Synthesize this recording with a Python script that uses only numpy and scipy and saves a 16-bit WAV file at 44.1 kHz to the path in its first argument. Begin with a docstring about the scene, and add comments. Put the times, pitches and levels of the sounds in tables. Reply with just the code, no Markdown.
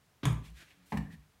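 """Two heavy steps on a wooden stair

Two heavy footsteps climb a wooden ladder-stair in a small room, close by.
Each foot knocks on a tread and the sole slaps flat: short bursts of coloured noise.
The weight sets the stair booming and the tread board ringing: fading sine tones and low noise.
Cloth and soles brush (grainy noise), and the wood ticks, creaks, pings and groans faintly.
Under it all lies the steady, quiet noise of the house."""
import sys
import numpy as np
from scipy import signal
from scipy.fft import rfft, irfft, next_fast_len
from scipy.io import wavfile
from scipy.ndimage import map_coordinates

SR = 44100
rng = np.random.default_rng(int(sys.argv[2]) if len(sys.argv) > 2 else 0)


def pcm_store(signal):
    """Save signal as 16-bit PCM."""
    levels = np.round(np.clip(np.atleast_2d(signal), -1, 1) * 32767)
    wavfile.write(sys.argv[1], SR, levels.astype(np.int16).T)


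N = 61740  # length in samples: 1.4 s

# In every table, t60 is the time a sound takes to fade by 60 dB.
# The weight comes down: (time [s], level [dB], tread [0 lower, 1 upper])
THUDS = [(0.2331, -34.5, 0), (0.2530, -21.5, 0), (0.9206, -25.5, 1), (0.9640, -35, 1)]
# Low tones of the stair; those with an excess start sharp and sag as the weight loads them:
# (frequency [Hz], t60 [s], swell [s], starting excess [share of the frequency],
#  level on the lower tread [dB], level on the upper tread [dB])
STAIR_MODES = [(55.75, 0.4, 0.084, 0.15, 0, -1), (59.9, 0.39, 0.014, 0.39, -8, -8),
               (115.1, 0.32, 0.0048, 0.208, 4.5, -15), (150.7, 0.5, 0.051, 0.0082, -5, 4),
               (147.9, 0.4, 0.0027, 0.1934, -4.5, -7), (171, 0.093, 0.0061, 0.97, -6.5, -13.5),
               (202.05, 0.31, 0.0143, 0.02, -12, 1), (235.2, 0.42, 0.0051, 0.019, -55, -14.5),
               (253, 0.31, 0.0098, 0.06, -34.5, -13), (273, 0.41, 0.0058, 0, -24.5, -13.5),
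               (306.4, 0.38, 0.0021, 0.035, -19, -26), (413.5, 0.252, 0.0021, 0.028, -19.5, -26)]
SAG_S = 0.0411
# Colour of the noisy part of the boom: (frequency [Hz], level [dB])
BOOM_COLOUR = [(25, -47), (45, -20), (65, -5), (95, 1.5), (150, 4.5), (210, -4), (300, -9), (450, -27),
               (900, -46.5)]
BOOM_DB, BOOM_T60_S, BOOM_SWELL_S = -13, 0.55, 0.0079

# The sole slaps flat: (time [s], level [dB], t60 [s], tilt [dB per octave],
#  room level [dB], tread [0 lower, 1 upper])
SLAPS = [(0.2538, -25.5, 0.023, 0.9, -5, 0), (0.2574, -29.5, 0.044, -3.5, -1.5, 0),
         (0.972, -37, 0.057, 0, -9, 1)]
# Colour of a slap: (frequency [Hz], level on the lower tread [dB], level on the upper tread [dB])
SLAP_COLOUR = [(100, -18, -13), (294, 0.5, -13), (480, -11.5, -7), (640, -5, -11), (876, -3.5, 4),
               (1230, 4.5, 4), (1485, -5.5, -13.5), (1784, -3, 5), (2150, -5.5, -8), (2870, -4.5, -4),
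               (3330, -4.5, -13.5), (3800, -10, -11.5), (4270, -18, -13.5), (6730, -10.5, -18),
               (8060, -12, -15), (11300, -15, -22.5), (15500, -38, -25)]
SLAP_ATTACK_S = 0.00039

# The foot meets the lower, then the upper tread: (time [s], level [dB], t60 [s],
#  hollow ring frequency [Hz], hollow ring level [dB], hollow ring t60 [s])
KNOCKS = [(0.231, -36.5, 0.17, 281.8, -27.5, 0.095), (0.9206, -32, 0.083, 864, -31, 0.075)]
# Colour of a knock: (frequency [Hz], level on the lower tread [dB], level on the upper tread [dB])
KNOCK_COLOUR = [(101, -27, -35), (206, 6.5, 2), (350, 2, -12.5), (454, -6, 2), (600, -5, -4.5),
                (810, -9, 2.5), (1065, -4, -4), (1490, -9, -14), (1750, -8, -3), (2400, -10.5, -10),
                (3200, -7.5, -20.5), (3970, -13.5, -24), (5140, -22, -27), (8800, -36, -37),
                (15000, -42, -46)]
KNOCK_ATTACK_S, HOLLOW_ATTACK_S, KNOCK_ROOM_DB = 0.0015, 0.0058, -7

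# Ring of the tread board:
# (frequency [Hz], t60 [s], level on the lower tread [dB], level on the upper tread [dB])
BOARD_MODES = [(629, .25, -3, -13), (778, .3, -10, 1), (815, .15, -8, 0), (940, .24, 0, -4),
               (1086, .28, -1, -14), (1121, .28, -5, -10), (1254, .28, -3, -9), (1328, .25, -4, -18),
               (1570, .25, -3, -18), (1703, .26, -3, -10), (2318, .24, -3, -15)]
BOARD_DB, BOARD_ATTACK_S = -43.5, 0.0041

# Sharp slips of a loaded joint: (time [s], level [dB], frequency [Hz], t60 [s])
SLIPS = [(1.0701, -51.5, 1774, 0.035), (1.106, -47.5, 1810, 0.037)]
SLIP_ATTACK_S = 0.0008

# Groans of the frame: (time of the peak [s], level [dB], width [s], frequency [Hz])
SWAYS = [(0.086, -71.5, 0.01, 160), (0.525, -53.5, 0.042, 60), (0.524, -54.5, 0.017, 148),
         (0.623, -62.5, 0.0054, 310), (0.81, -66, .035, 182), (0.85, -74.5, 0.11, 280),
         (1.127, -50, 0.021, 160), (1.148, -54, 0.017, 195), (1.184, -56.5, 0.022, 60)]
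SWAY_WANDER_HZ, SWAY_WANDER_PER_S = 9.29, 40

# Small ticks of the joints: (time [s], level [dB], t60 [s])
TICKS = [(0.2355, -55, 0.0094), (0.2448, -51, 0.016), (0.3298, -45.5, 0.0088), (0.5030, -56.5, 0.0084),
         (0.9248, -53, 0.0085)]
# Colour of a tick: (frequency [Hz], level [dB])
TICK_COLOUR = [(500, -25), (3000, -8), (6500, -10), (12000, -6), (15500, -18)]
TICK_ATTACK_S = 0.0002

# Cloth and soles brush:
# (time of the peak [s], level [dB], rise [s], fall [s], tilt [dB per octave])
BRUSHES = [(0.457, -58.5, 0.011, 0.026, 1.6), (0.579, -59, 0.016, 0.045, 1),
           (0.617, -56, 0.016, 0.013, -1.3), (0.708, -63.5, 0.028, 0.018, -1),
           (0.811, -73, 0.1, 0.16, -3.5), (0.868, -67.5, 0.0069, 0.024, 7.5),
           (0.914, -63.5, 0.013, 0.039, 6), (1.129, -61.5, 0.011, 0.015, 2)]
# Colour of a brush: (frequency [Hz], level [dB])
BRUSH_COLOUR = [(100, -23), (310, -4.5), (450, -12), (1100, -10), (1600, 0.5), (2400, 1.5), (4000, -4),
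                (5000, -9), (7000, -10.5), (12000, -16.5), (15500, -25)]
GRAIN_PER_S, GRAIN_DB = 900, -0.5

# The wood creaks: (time of the peak [s], level [dB], width [s], slips [per second],
#  resonance [Hz], width of the resonance before it is applied twice [Hz])
CREAKS = [(0.617, -67, .003, 400, 1600, 684), (0.612, -67.5, 0.035, 300, 1620, 248),
          (0.712, -59.5, .009, 190, 2550, 1289), (1.085, -65, 0.032, 400, 1780, 200),
          (1.13, -61, 0.017, 300, 1840, 220), (1.23, -76.5, 0.011, 210, 2150, 1500)]
SLIP_SCATTER, SLIP_SIZE_DB, CREAK_ROOM_DB = 0.2, 2, -12.5

# How long the room rings: (frequency [Hz], t60 [s])
ROOM = [(100, 0.34), (400, 0.48), (1500, 0.4), (4000, 0.32), (9000, 0.28), (15000, 0.22)]
ROOM_BUILD_S = 0.0041

# Colour of the quiet house: (frequency [Hz], level [dB])
HOUSE_COLOUR = [(15, -38), (25, -9), (43, -1.5), (101, 0.5), (389, -11.5), (433, -10), (1170, -12.5),
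                (1270, -12.5), (1380, -13.5), (1850, -14.5), (15500, -26.5)]
HOUSE_DB = -69.5

LOW_CUT_HZ, TOP_HZ = 48.7, 15900


def stair():
    """The weight sets the frame booming; each tread favours other tones."""
    out = np.zeros(N)
    for s, db, tread in THUDS:
        k = int(round(tread))
        for hz, t60, rise, excess, *levels in STAIR_MODES:
            out += amp(db + levels[k]) * sagging(s, hz, rise, t60, excess)
        out += amp(db + BOOM_DB) * noise(BOOM_COLOUR) * struck(s, BOOM_SWELL_S, BOOM_T60_S)
    return out


def slaps():
    """The sole landing flat gives a bright crack: noise that starts almost at once."""
    out = np.zeros(N)
    for s, db, t60, tilt, room_db, tread in SLAPS:
        colour = [(hz, levels[round(tread)]) for hz, *levels in SLAP_COLOUR]
        crack = amp(db) * noise(colour, tilt) * struck(s, SLAP_ATTACK_S, t60)
        out += in_room(crack, room_db)
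    return out


def knocks():
    """The dull first contact of each foot, with a short hollow ring of the spot it hits."""
    out = np.zeros(N)
    for tread, (s, db, t60, ring_hz, ring_db, ring_t60) in enumerate(KNOCKS):
        colour = [(hz, levels[tread]) for hz, *levels in KNOCK_COLOUR]
        contact = amp(db) * noise(colour) * struck(s, KNOCK_ATTACK_S, t60)
        out += in_room(contact, KNOCK_ROOM_DB)
        out += amp(ring_db) * ring(s, ring_hz, HOLLOW_ATTACK_S, ring_t60)
    return out


def boards():
    """The hardest contact of each step rings its tread board."""
    out = np.zeros(N)
    contacts = [SLAPS[0][0], KNOCKS[1][0]]  # times on the lower and the upper tread
    for tread, s in enumerate(contacts):
        for hz, t60, *levels in BOARD_MODES:
            out += amp(BOARD_DB + levels[tread]) * ring(s, hz, BOARD_ATTACK_S, t60)
    return out


def slips():
    """A loaded joint gives way with short pings."""
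    return sum(amp(db) * ring(s, hz, SLIP_ATTACK_S, t60) for s, db, hz, t60 in SLIPS)


def sways():
    """Soft low groans of the frame, each wandering a little in pitch."""
    out = np.zeros(N)
    for s, db, width, centre_hz in SWAYS:
        steps = np.arange(N) * SWAY_WANDER_PER_S / SR
        wander = map_coordinates(rng.standard_normal(256), [steps])  # smooth random curve
        cycles = np.cumsum(centre_hz + SWAY_WANDER_HZ * wander) / SR
        out += amp(db) * bell(s, width) * unit(np.sin(2 * np.pi * cycles))
    return out


def ticks():
    """The joints give tiny dry clicks: very short bursts of noise."""
    return sum(amp(db) * noise(TICK_COLOUR) * struck(s, TICK_ATTACK_S, t60) for s, db, t60 in TICKS)


def brushes():
    """Soft, finely grained swells of friction as the legs move."""
    steps = np.arange(N) * GRAIN_PER_S / SR
    grain = map_coordinates(rng.standard_normal(N), [steps], order=1)
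    rubbing = np.zeros(N)
    for s, db, rise, fall, tilt in BRUSHES:
        rubbing += amp(db) * noise(BRUSH_COLOUR, tilt) * swell(s, rise, fall)
    return unit(amp(GRAIN_DB * grain)) * rubbing


def creaks():
    """Wood sticks and slips: uneven pulses excite one resonance of the wood."""
    out = np.zeros(N)
    for s, db, width, rate, centre_hz, width_hz in CREAKS:
        gaps, sizes = rng.standard_normal((2, 600))
        slip_times = np.cumsum(np.abs(1 + SLIP_SCATTER * gaps)) / rate
        at = (slip_times * SR).astype(int)
        pulses = np.bincount(at, amp(SLIP_SIZE_DB * sizes), N)[:N]
        voiced = filtered(pulses, lambda hz: resonance(hz, centre_hz, width_hz) ** 2)
        out += amp(db) * unit(voiced) * bell(s, width)
    return in_room(out, CREAK_ROOM_DB)


def house():
    """The quiet of the house: steady, mostly low noise."""
    return amp(HOUSE_DB) * noise(HOUSE_COLOUR)


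def in_room(x, room_db):
    """Add a room tail that builds up quickly; each pitch range fades at its own speed."""
    hz, t, z = signal.stft(rng.standard_normal(SR // 2), SR, nperseg=256)
    fading = z * amp(-60 * t / along(ROOM, hz)[:, None])
    tail = signal.istft(fading, SR, nperseg=256)[1]
    tail = tail * (1 - np.exp(-np.arange(len(tail)) / SR / ROOM_BUILD_S)) ** 2
    return x + amp(room_db) * signal.fftconvolve(x, tail / np.linalg.norm(tail))[:N]


def sagging(s, hz, rise, t60, excess):
    """A tone that swells gently while its pitch settles."""
    t = since(s)
    cycles = hz * (t + excess * SAG_S * (1 - np.exp(-t / SAG_S)))
    # The rise counts twice (struck holds it too), which softens the start.
    return np.sin(2 * np.pi * cycles) * (1 - np.exp(-t / rise)) * struck(s, rise, t60)


def ring(s, hz, attack, t60):
    """One fading tone, struck at time s."""
    return np.sin(2 * np.pi * hz * since(s)) * struck(s, attack, t60)


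def struck(s, attack, t60):
    """Loudness curve of a blow at time s: a fast rise, then a steady fade in dB."""
    t = since(s)
    return (1 - np.exp(-t / attack)) * amp(-60 * t / t60)


def swell(s, rise, fall):
    """A rounded swell that peaks at time s."""
    t = np.arange(N) / SR - s
    return np.exp(1 - np.sqrt(1 + (t / np.where(t < 0, rise, fall)) ** 2))


def bell(s, width):
    """A bell-shaped swell that peaks at time s."""
    return np.exp(-0.5 * ((np.arange(N) / SR - s) / width) ** 2)


def since(s):
    """Seconds since time s, zero before."""
    return np.maximum(np.arange(N) / SR - s, 0)


def noise(colour, tilt_db=0):
    """Coloured noise of average (rms) level 1, tilted by some dB per octave."""
    white = rng.standard_normal(N)
    return unit(filtered(white, lambda hz: amp(along(colour, hz) + tilt_db * np.log2(hz + 1))))


def resonance(hz, centre, width):
    """How strongly one resonance passes each frequency."""
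    return 1j * hz * width / (centre ** 2 - hz ** 2 + 1j * hz * width)


def filtered(x, response):
    """Scale every frequency in x by the response."""
    m = next_fast_len(N + SR // 2)  # spare room so that the end does not wrap to the start
    return irfft(rfft(x, m) * response(np.fft.rfftfreq(m, 1 / SR)), m)[:N]


def along(points, hz):
    """Read a curve of (frequency, value) points on a logarithmic frequency axis."""
    f, v = np.transpose(points)
    return np.interp(np.log(hz + 1), np.log(f + 1), v)


def unit(x):
    """Scale to an average (rms) level of 1."""
    return x / np.sqrt(np.mean(x ** 2) + 1e-20)


def amp(db):
    """Turn decibels into a gain."""
    return 10 ** (np.asarray(db) / 20)


def scene():
    """Both steps and their small sounds over the quiet of the house."""
    steps = stair() + slaps() + knocks() + boards()
    small_sounds = slips() + sways() + ticks() + brushes() + creaks()
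    return (steps + small_sounds + house())[None]  # one channel


def record(dry):
    """The small microphone loses the deepest bass; nothing is kept from the top limit upwards."""
    def response(hz):
        low_cut = -hz ** 2 / (LOW_CUT_HZ ** 2 - hz ** 2 + 1j * hz * LOW_CUT_HZ)
        return low_cut * (hz < TOP_HZ)
    return np.array([filtered(x, response) for x in dry])


dry = scene()
out = record(dry)
pcm_store(out)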